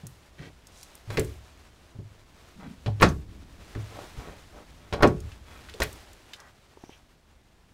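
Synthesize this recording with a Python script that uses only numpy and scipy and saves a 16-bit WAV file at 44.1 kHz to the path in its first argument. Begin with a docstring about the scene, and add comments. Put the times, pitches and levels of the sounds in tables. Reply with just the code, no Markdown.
"""Cabinet doors opened and shut by hand

Wooden doors are pulled open and pushed shut close to a hand-held camera in a small room.
Each blow is a noise crack, sine panel modes and a woody noise tail; metal ticks mark the sprung catches.
Grainy noise makes the rubs and hinge creaks, and short sine pairs are fingers tapping the camera.
A sleeve of coloured grains rustles over low rumble and faint air, both coloured noise.
The camera turns its gain down on loud bursts and lets it creep back."""
import sys
import numpy as np
from scipy import signal
from scipy.fft import rfft, irfft, next_fast_len
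from scipy.io import wavfile
from scipy.ndimage import uniform_filter1d

SR = 44100
rng = np.random.default_rng(int(sys.argv[2]) if len(sys.argv) > 2 else 0)


def store_wav(level_fs):
    """Save 16-bit WAV to argv[1]."""
    pcm = np.round(np.clip(np.atleast_2d(level_fs), -1, 1) * 32767)
    wavfile.write(sys.argv[1], SR, pcm.T.astype(np.int16))


N = 340893
TIME = np.arange(N) / SR
BANDS_HZ = 31.25 * 2 ** (np.arange(28) / 3)  # third-octave centres
BOX_LAG_S = 0.006  # the cabinet answers this long after the door moves

# resonances of the cabinet and its panels: pitch_hz, level_db (blows only, before the drive)
PANEL_MODES = [(63, -0.5), (72, -4), (79, -14), (105, 2), (148, 0.5), (163, -12), (189, -10), (260, -11),
               (294, -1.5), (367, 4), (429, 3.5), (462, -9), (580, 2.5), (715, -7.5), (804, -9),
               (953, -4.5), (1113, 2), (1286, -9), (1420, -3), (1564, -6.5), (1860, -5), (2040, -11.5),
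               (2310, -4.5), (2510, -4.5), (3350, -6.5), (3980, -6)]


def doors():
    """Doors shut and open, with light knocks and soft bumps in between."""
    # doors pushed shut: start_s, level_db, contact_cutoff_hz, struck_tone_hz, catch_ride_s,
    # edge_db, box_db, rebound_db (these three relative to level_db), rattle_delay_s
    slams = [(3.027, -24.5, 5200, 1287, .018, -5, 1, -12, .062),
             (5.0308, -25.5, 2700, 1000, 0.025, -10.5, 0, 2.5, .043)]
    # doors pulled open: start_s, level_db, thud_db, catch_ring_hz, snap_delay_s, snap_db, snap_hz,
    # rattle_delay_s
    pulls = [(1.172, -46.5, -37, 2032, .0235, -26, 7560, .0747),
             (5.8194, -43, -58, 2504, .0115, -29.5, 10630, .1094)]
    # hard light knocks of a door on its catch or stop: start_s, level_db, contact_cutoff_hz, struck_tone_hz
    knocks = [(1.103, -53.5, 6800, 2000), (2.861, -50.5, 4535, 3280), (3.000, -54, 4970, 3120),
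              (3.751, -58.5, 3600, 1520), (4.926, -45, 3630, 3345), (4.935, -43.5, 3600, 600),
              (5.802, -46.5, 8000, 1280)]
    # soft bumps of a hand or a swinging door: start_s, level_db, contact_cutoff_hz, struck_tone_hz
    bumps = [(0.035, -56, 365, 130), (0.394, -56.5, 199, 140), (1.076, -50, 157, 100),
             (1.205, -46, 390, 440), (1.946, -60.5, 500, 110), (1.987, -52.5, 330, 120),
             (2.663, -53.5, 222, 224), (2.863, -38, 223, 108), (2.878, -54.5, 860, 790),
             (3.758, -45.5, 404, 102), (5.215, -48, 129, 84), (5.742, -63, 700, 430),
             (5.805, -48, 885, 580)]

    shut = sum(slam(*row) for row in slams)
    opened = sum(pull(*row) for row in pulls)
    knocking = sum(stroke(*row, tone_db=6.5, bass_db=2.5) for row in knocks)
    bumping = sum(stroke(*row, tone_db=15.5, bass_db=-1.5) for row in bumps)
    return shut + opened + knocking + bumping


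def slam(start_s, level_db, contact_hz, tone_hz, ride_s, edge_db, box_db, rebound_db, rattle_s,
         ride_db=-16.5, ride_softness=0.54, latch_db=-20):
    """The door rides over the catch, lands edge first, then flat; box booms, door rebounds, catch rattles."""
    edge_s = start_s - 0.0064
    ride = stroke(start_s - ride_s, level_db + ride_db, contact_hz * ride_softness,
                  tone_hz=990, tone_db=2.5, bass_db=0)
    edge = stroke(edge_s, level_db + edge_db, contact_hz=3640, tone_hz=1600, tone_db=10.5, bass_db=1)
    flat = stroke(start_s, level_db, contact_hz, tone_hz, tone_db=7, bass_db=0.5)
    box = stroke(start_s + BOX_LAG_S, level_db + box_db, contact_hz=474, tone_hz=170, tone_db=7.5, bass_db=-1)
    rebound = stroke(start_s + 0.012, level_db + rebound_db, contact_hz=900,
                     tone_hz=370, tone_db=5.5, bass_db=-2)
    latch = tick(edge_s, level_db=-36.5, pitch_hz=10600) + tick(start_s, latch_db + edge_db, pitch_hz=5500)
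    rattle = tick(start_s + rattle_s, level_db=-36, pitch_hz=6130, cycles=330, partials_db=4.5)
    return ride + edge + flat + box + rebound + latch + rattle


def pull(start_s, level_db, thud_db, ring_hz, snap_s, snap_db, snap_hz, rattle_s):
    """The door jumps out of the ringing catch and thuds; the spring snaps back and rattles once."""
    release = stroke(start_s, level_db, contact_hz=7000, tone_hz=1870, tone_db=10, bass_db=-1)
    ring = tick(start_s, level_db=-28.5, pitch_hz=ring_hz, cycles=260, partials_db=-1)
    thud = stroke(start_s + BOX_LAG_S, thud_db, contact_hz=450, tone_hz=400, tone_db=9.5, bass_db=6.5)
    snap = tick(start_s + snap_s, snap_db, snap_hz)
    rattle = tick(start_s + rattle_s, level_db=-42, pitch_hz=8200)
    return release + ring + thud + snap + rattle


def stroke(start_s, level_db, contact_hz, tone_hz, tone_db, bass_db):
    """One blow on the wood, placed in time."""
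    out = np.zeros(N)
    add(out, start_s, undb(level_db) * blow(contact_hz, tone_hz, tone_db, bass_db))
    return out


def blow(contact_hz, tone_hz, tone_db, bass_db, tone_octaves=0.32, modes_db=0.9, crack_db=2,
         crack_t60=0.0042, rise_cycles=1.0, early_share=0.33, late_db=-3.5):
    """A contact excites a short crack, the panel modes and a dense woody tail."""
    # dense ring of wood and room together: pitch_hz, band_level_db, late_t60_s
    wood = [(35, -12.5, 0.43), (70, -8.5, 0.93), (144, -4.5, 0.39), (263.6, -1, 0.33), (463, -0.5, 0.26),
            (1003, 1.5, 0.18), (2640, -1.5, .17), (5000, 1.5, .17), (8000, -3, 0.18), (15000, -3.5, 0.13)]
    wood_hz, wood_db, wood_t60 = np.transpose(wood)
    t = TIME[:SR // 2]

    def drive(hz):
        """A soft contact cannot push fast; the struck spot favours one region; bass moves the whole box."""
        tone = tone_db * hump(hz, tone_hz, tone_octaves)
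        bass = bass_db / (1 + (hz / 190) ** 2)
        return undb(tone + bass) / np.sqrt(1 + (hz / contact_hz) ** 4)

    def decay(hz):
        """The frame soon stops the door; box and room ring on more quietly."""
        t60 = np.interp(np.log(hz), np.log(wood_hz), wood_t60)
        return fade(t, early_share * t60) + undb(late_db) * fade(t, t60)

    hz = BANDS_HZ[:, None]
    bands = shape(rng.standard_normal(len(t)), lambda f: abs(np.log2(f / hz)) < 1 / 6)
    band_gain = drive(hz) * undb(np.interp(np.log(hz), np.log(wood_hz), wood_db))
    # a short crack straight from the contact, strongest in the treble
    crack = undb(crack_db) * hz / (hz + 900) * fade(t, crack_t60)
    tail = np.sum(bands * band_gain * (decay(hz) + crack), axis=0)

    ring = np.zeros(len(t))
    for mode_hz, mode_db in PANEL_MODES:
        # the modes start together, each slightly out of step
        phase = 0.56 * rng.standard_normal()
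        sine = np.sin(2 * np.pi * mode_hz * t + phase)
        ring += drive(mode_hz) * undb(mode_db) * sine * decay(mode_hz)
    onset = 1 - np.exp(-t * contact_hz / rise_cycles)
    return (tail + undb(modes_db) * ring) * onset


def door_rubs():
    """Hand and catches rub dryly on the doors, whose panels colour the grains."""
    # middle_s, length_s, level_db, pitch_hz (before the treble tilt), width_octaves
    rub_rows = [(0.446, .15, -47.5, 250, 1.24), (0.8, 0.19, -56, 6500, 0.59), (1.14, 0.087, -39, 2000, 7.6),
                (2.64, 0.12, -48.5, 1180, 1.7), (2.66, 0.22, -44, 195, 0.31), (3.988, 0.19, -45, 660, 1.3),
                (4.256, 0.24, -44.5, 604, 2.6), (4.587, 0.14, -49.5, 620, 1.26), (4.995, 0.08, -41, 649, 1),
                (4.87, .2, -57.5, 800, 2.7), (5.55, .22, -53, 3000, 1.9)]
    return rubs(rub_rows, panel)


def hinge_creaks():
    """A swinging door creaks as stick-slip grains excite its hinge."""
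    # middle_s, length_s, level_db, pitch_hz (before the treble tilt), width_octaves
    creak_rows = [(0.437, 0.14, -50.5, 2630, 1.0), (6.425, 0.2, -53.5, 960, 0.91),
                  (6.932, 0.09, -58, 2930, .33), (6.885, 0.24, -66, 5850, 0.12)]
    return rubs(creak_rows, hinge)


def rubs(rows, body):
    """Stick-slip grains ring a body and swell and die as a door swings or slides on its catch."""
    out = np.zeros(N)
    for middle_s, length_s, level_db, pitch_hz, octaves in rows:
        slips = grains(SR // 2, spread_db=4)
        scrape = shape(slips, lambda hz: body(hz) * hump(hz, pitch_hz, octaves) / hz ** 0.48)
        scrape = scrape[:int(length_s * SR)]
        swell = np.sin(np.linspace(0, np.pi, len(scrape)))
        add(out, middle_s - length_s / 2, undb(level_db) * scrape * swell)
    return out


def panel(hz, width_hz=40, between_db=-11):
    """A door radiates most at its modes, with valleys between; all peaks are equally high."""
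    peaks = [1 / (1 + ((hz - mode_hz) / width_hz) ** 2) for mode_hz, _ in PANEL_MODES]
    return undb(between_db) + np.max(peaks, axis=0)


def hinge(hz, between_db=-15):
    """A hinge radiates through a few narrow resonances."""
    # pitch_hz, width_hz, level_db
    resonances = [(1210, 60, -9), (1580, 80, -6), (1930, 57, -3), (2280, 40, -6), (2640, 30, -12),
                  (3170, 46, -6), (4200, 120, -14), (5840, 270, -17)]
    peaks = sum(undb(db) / (1 + ((hz - f) / width) ** 2) for f, width, db in resonances)
    return undb(between_db) + peaks


def catches():
    """Knobs, catches and watch strap tick as they are touched."""
    # lone ticks: start_s, level_db, pitch_hz
    tick_rows = [(0.0686, -37.5, 8300), (0.67, -45.5, 6500), (0.8304, -39.5, 7050), (0.9532, -42, 9050),
                 (3.014, -32, 13100), (4.935, -41, 6640), (5.2038, -45, 6700), (5.318, -47.5, 2640),
                 (5.687, -43.5, 1906), (5.6956, -44, 3430), (5.739, -43.5, 3560), (5.803, -33.5, 6800),
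                 (5.821, -27, 4060), (5.836, -32, 9300), (6.132, -49, 7130), (6.3343, -36.5, 3050),
                 (6.363, -56, 5870), (6.4017, -46, 5580)]
    return sum(tick(*row) for row in tick_rows)


def tick(start_s, level_db, pitch_hz, cycles=165, octaves=0.76, skirt_db=-22, partials_db=0.0,
         room_db=-24, room_t60=0.52):
    """A small metal part snaps and rings with a few unrelated partials; the room answers faintly."""
    out, t = np.zeros(N), TIME[:SR // 5]

    def snap_gain(hz):
        """A bell around the pitch on a wide, faint skirt."""
        return hump(hz, pitch_hz, octaves) + undb(skirt_db) * hump(hz, pitch_hz, 2.7)

    snap = shape(rng.standard_normal(len(t)), snap_gain)
    others_hz = pitch_hz * 2 ** rng.uniform(-0.39, 0.48, size=(4, 1))
    others = np.sin(2 * np.pi * others_hz * t).sum(axis=0)
    partials = unit(np.sin(2 * np.pi * pitch_hz * t) + .5 * others)
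    # the part loses 60 dB in a set number of cycles, so high ticks are shorter
    direct = unit(snap + undb(partials_db) * partials) * fade(t, cycles / pitch_hz)
    answer = undb(room_db) * snap * fade(t, room_t60)
    add(out, start_s, undb(level_db) * (direct + answer))
    return out


def taps(overtone=2.35, overtone_db=-5, rise_cycles=0.24):
    """A soft fingertip gives the camera case a dead knock of two short notes."""
    # start_s, level_db, pitch_hz, t60_s
    case_taps = [(4.175, -22, 49.3, 0.088), (6.772, -35.5, 390, 0.02), (6.838, -23.5, 300, 0.011),
                 (6.894, -26.5, 334, 0.01)]
    out, t = np.zeros(N), TIME[:SR // 5]
    for start_s, level_db, pitch_hz, t60 in case_taps:
        turn = 2 * np.pi * pitch_hz * t
        notes = np.sin(turn) + undb(overtone_db) * np.sin(overtone * turn)
        onset = 1 - np.exp(-t * pitch_hz / rise_cycles)
        add(out, start_s, -undb(level_db) * notes * onset * fade(t, t60))
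    return out


def sleeve(gain_db=3.0, flutter_db=1.5):
    """Cloth fibres slide over each other, on a drawn level curve that swells as the arm moves."""
    # arm movement: time_s, level_db (before gain_db and flutter)
    movement = [(0.0, -62.5), (0.56, -63), (1.18, -56.5), (2.04, -66), (2.45, -60.5), (3.36, -62.5),
                (3.79, -55), (3.94, -52.5), (4.17, -55), (4.33, -57.5), (4.52, -61), (5.4, -59),
                (5.73, -57), (6.03, -55), (6.61, -66), (6.91, -63), (7.21, -70.5), (7.73, -69.5)]
    # spectrum of the cloth: pitch_hz, relative_db_per_hz
    cloth = [(190, -35.5), (330, -1.5), (518, -4), (589, -2.5), (738, -4), (3520, -10.5), (7630, -17.5),
             (15500, -28.5)]
    time_s, level_db = np.transpose(movement)
    folds = np.interp(TIME, np.linspace(0, TIME[-1], 200), rng.standard_normal(200))
    swell_db = np.interp(TIME, time_s, level_db) + gain_db + flutter_db * folds
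    return colour(grains(N, spread_db=1.5), cloth) * undb(swell_db)


def room(rumble_db=-1, air_db=-64):
    """Low rumble on a drawn curve, swelling as the cabinet shakes on after the first slam, over steady air."""
    # rumble level: time_s, level_db (before rumble_db)
    rumble_levels = [(0, -59), (2.5, -56), (3.3, -43.5), (3.7, -50.5), (4.8, -51.5), (5.7, -50.5),
                     (6.7, -62), (7.73, -60.5)]
    # spectrum of the rumble: pitch_hz, relative_db_per_hz
    rumble_colour = [(20, -4), (70, 4), (130, -8), (280, -10), (700, -36.5), (1500, -54.5)]
    # spectrum of the air: pitch_hz, relative_db_per_hz
    air_colour = [(12, -25), (20, 0.5), (70, -1.5), (129, -6.5), (12800, -41), (14300, -46), (15500, -39.5)]
    time_s, level_db = np.transpose(rumble_levels)
    swell = undb(np.interp(TIME, time_s, level_db) + rumble_db)
    rumble = colour(rng.standard_normal(N), rumble_colour) * swell
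    air = undb(air_db) * colour(rng.standard_normal(N), air_colour)
    return rumble + air


def undb(db):
    """Decibels to gain."""
    return 10 ** (np.asarray(db) / 20)


def unit(x):
    """Scale to rms 1."""
    return x / np.sqrt(np.mean(x ** 2, axis=-1, keepdims=True))


def fade(t, t60):
    """A decay that loses 60 dB in t60 seconds."""
    return np.exp(-np.log(1000) * t / t60)


def hump(hz, centre_hz, octaves):
    """A bell on the log-frequency axis."""
    return np.exp(-.5 * (np.log2(hz / centre_hz) / octaves) ** 2)


def shape(x, gain):
    """Filter x by a gain that is a function of frequency; rms 1."""
    hz = np.maximum(np.fft.rfftfreq(len(x), 1 / SR), 1)
    return unit(irfft(rfft(x) * gain(hz), len(x)))


def colour(x, points):
    """Give x a spectrum drawn through points of pitch_hz and level_db."""
    f, db = np.transpose(points)
    size = next_fast_len(N, True)
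    return shape(np.resize(x, size), lambda hz: undb(np.interp(np.log(hz), np.log(f), db)))[:N]


def grains(size, spread_db):
    """Dense slips of uneven strength, each under a millisecond long."""
    strength = np.repeat(rng.standard_normal(size // 32 + 1), 32)[:size]
    return rng.standard_normal(size) * undb(spread_db * strength)


def add(out, start_s, x):
    """Mix x into out from time start_s."""
    i = max(int(start_s * SR), 0)
    out[i:i + len(x)] += x[:N - i]


def gain_control(x, threshold_db=-13, ratio=2.18, recovery_db_per_s=13, window_s=.016):
    """The gain drops on a loud burst and creeps back, so the background ducks after it."""
    power = uniform_filter1d(x ** 2, int(window_s * SR) + 1)
    level_db = 10 * np.log10(abs(power) + 1e-12)
    cut_db = np.maximum(level_db - threshold_db, 0) * (1 - 1 / ratio)
    recovered_db = recovery_db_per_s * TIME
    # the deepest cut so far, less what has been recovered since
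    held_db = np.maximum.accumulate(cut_db + recovered_db, axis=-1)
    return x * undb(recovered_db - held_db)


def scene():
    """Everything at one microphone."""
    handling = doors() + catches() + door_rubs() + hinge_creaks() + taps()
    return (handling + sleeve() + room())[None]


def record(dry):
    """The camera turns down on loud bursts, rounds the loudest peaks and cuts the top."""
    rounded = 1.3 * np.tanh(gain_control(dry) / 1.3)
    low_pass = signal.ellip(8, .2, 70, 15600, fs=SR, output="sos")  # ripple dB, stop dB, cut-off Hz
    return signal.sosfilt(low_pass, rounded)


dry = scene()
out = record(dry)
store_wav(out)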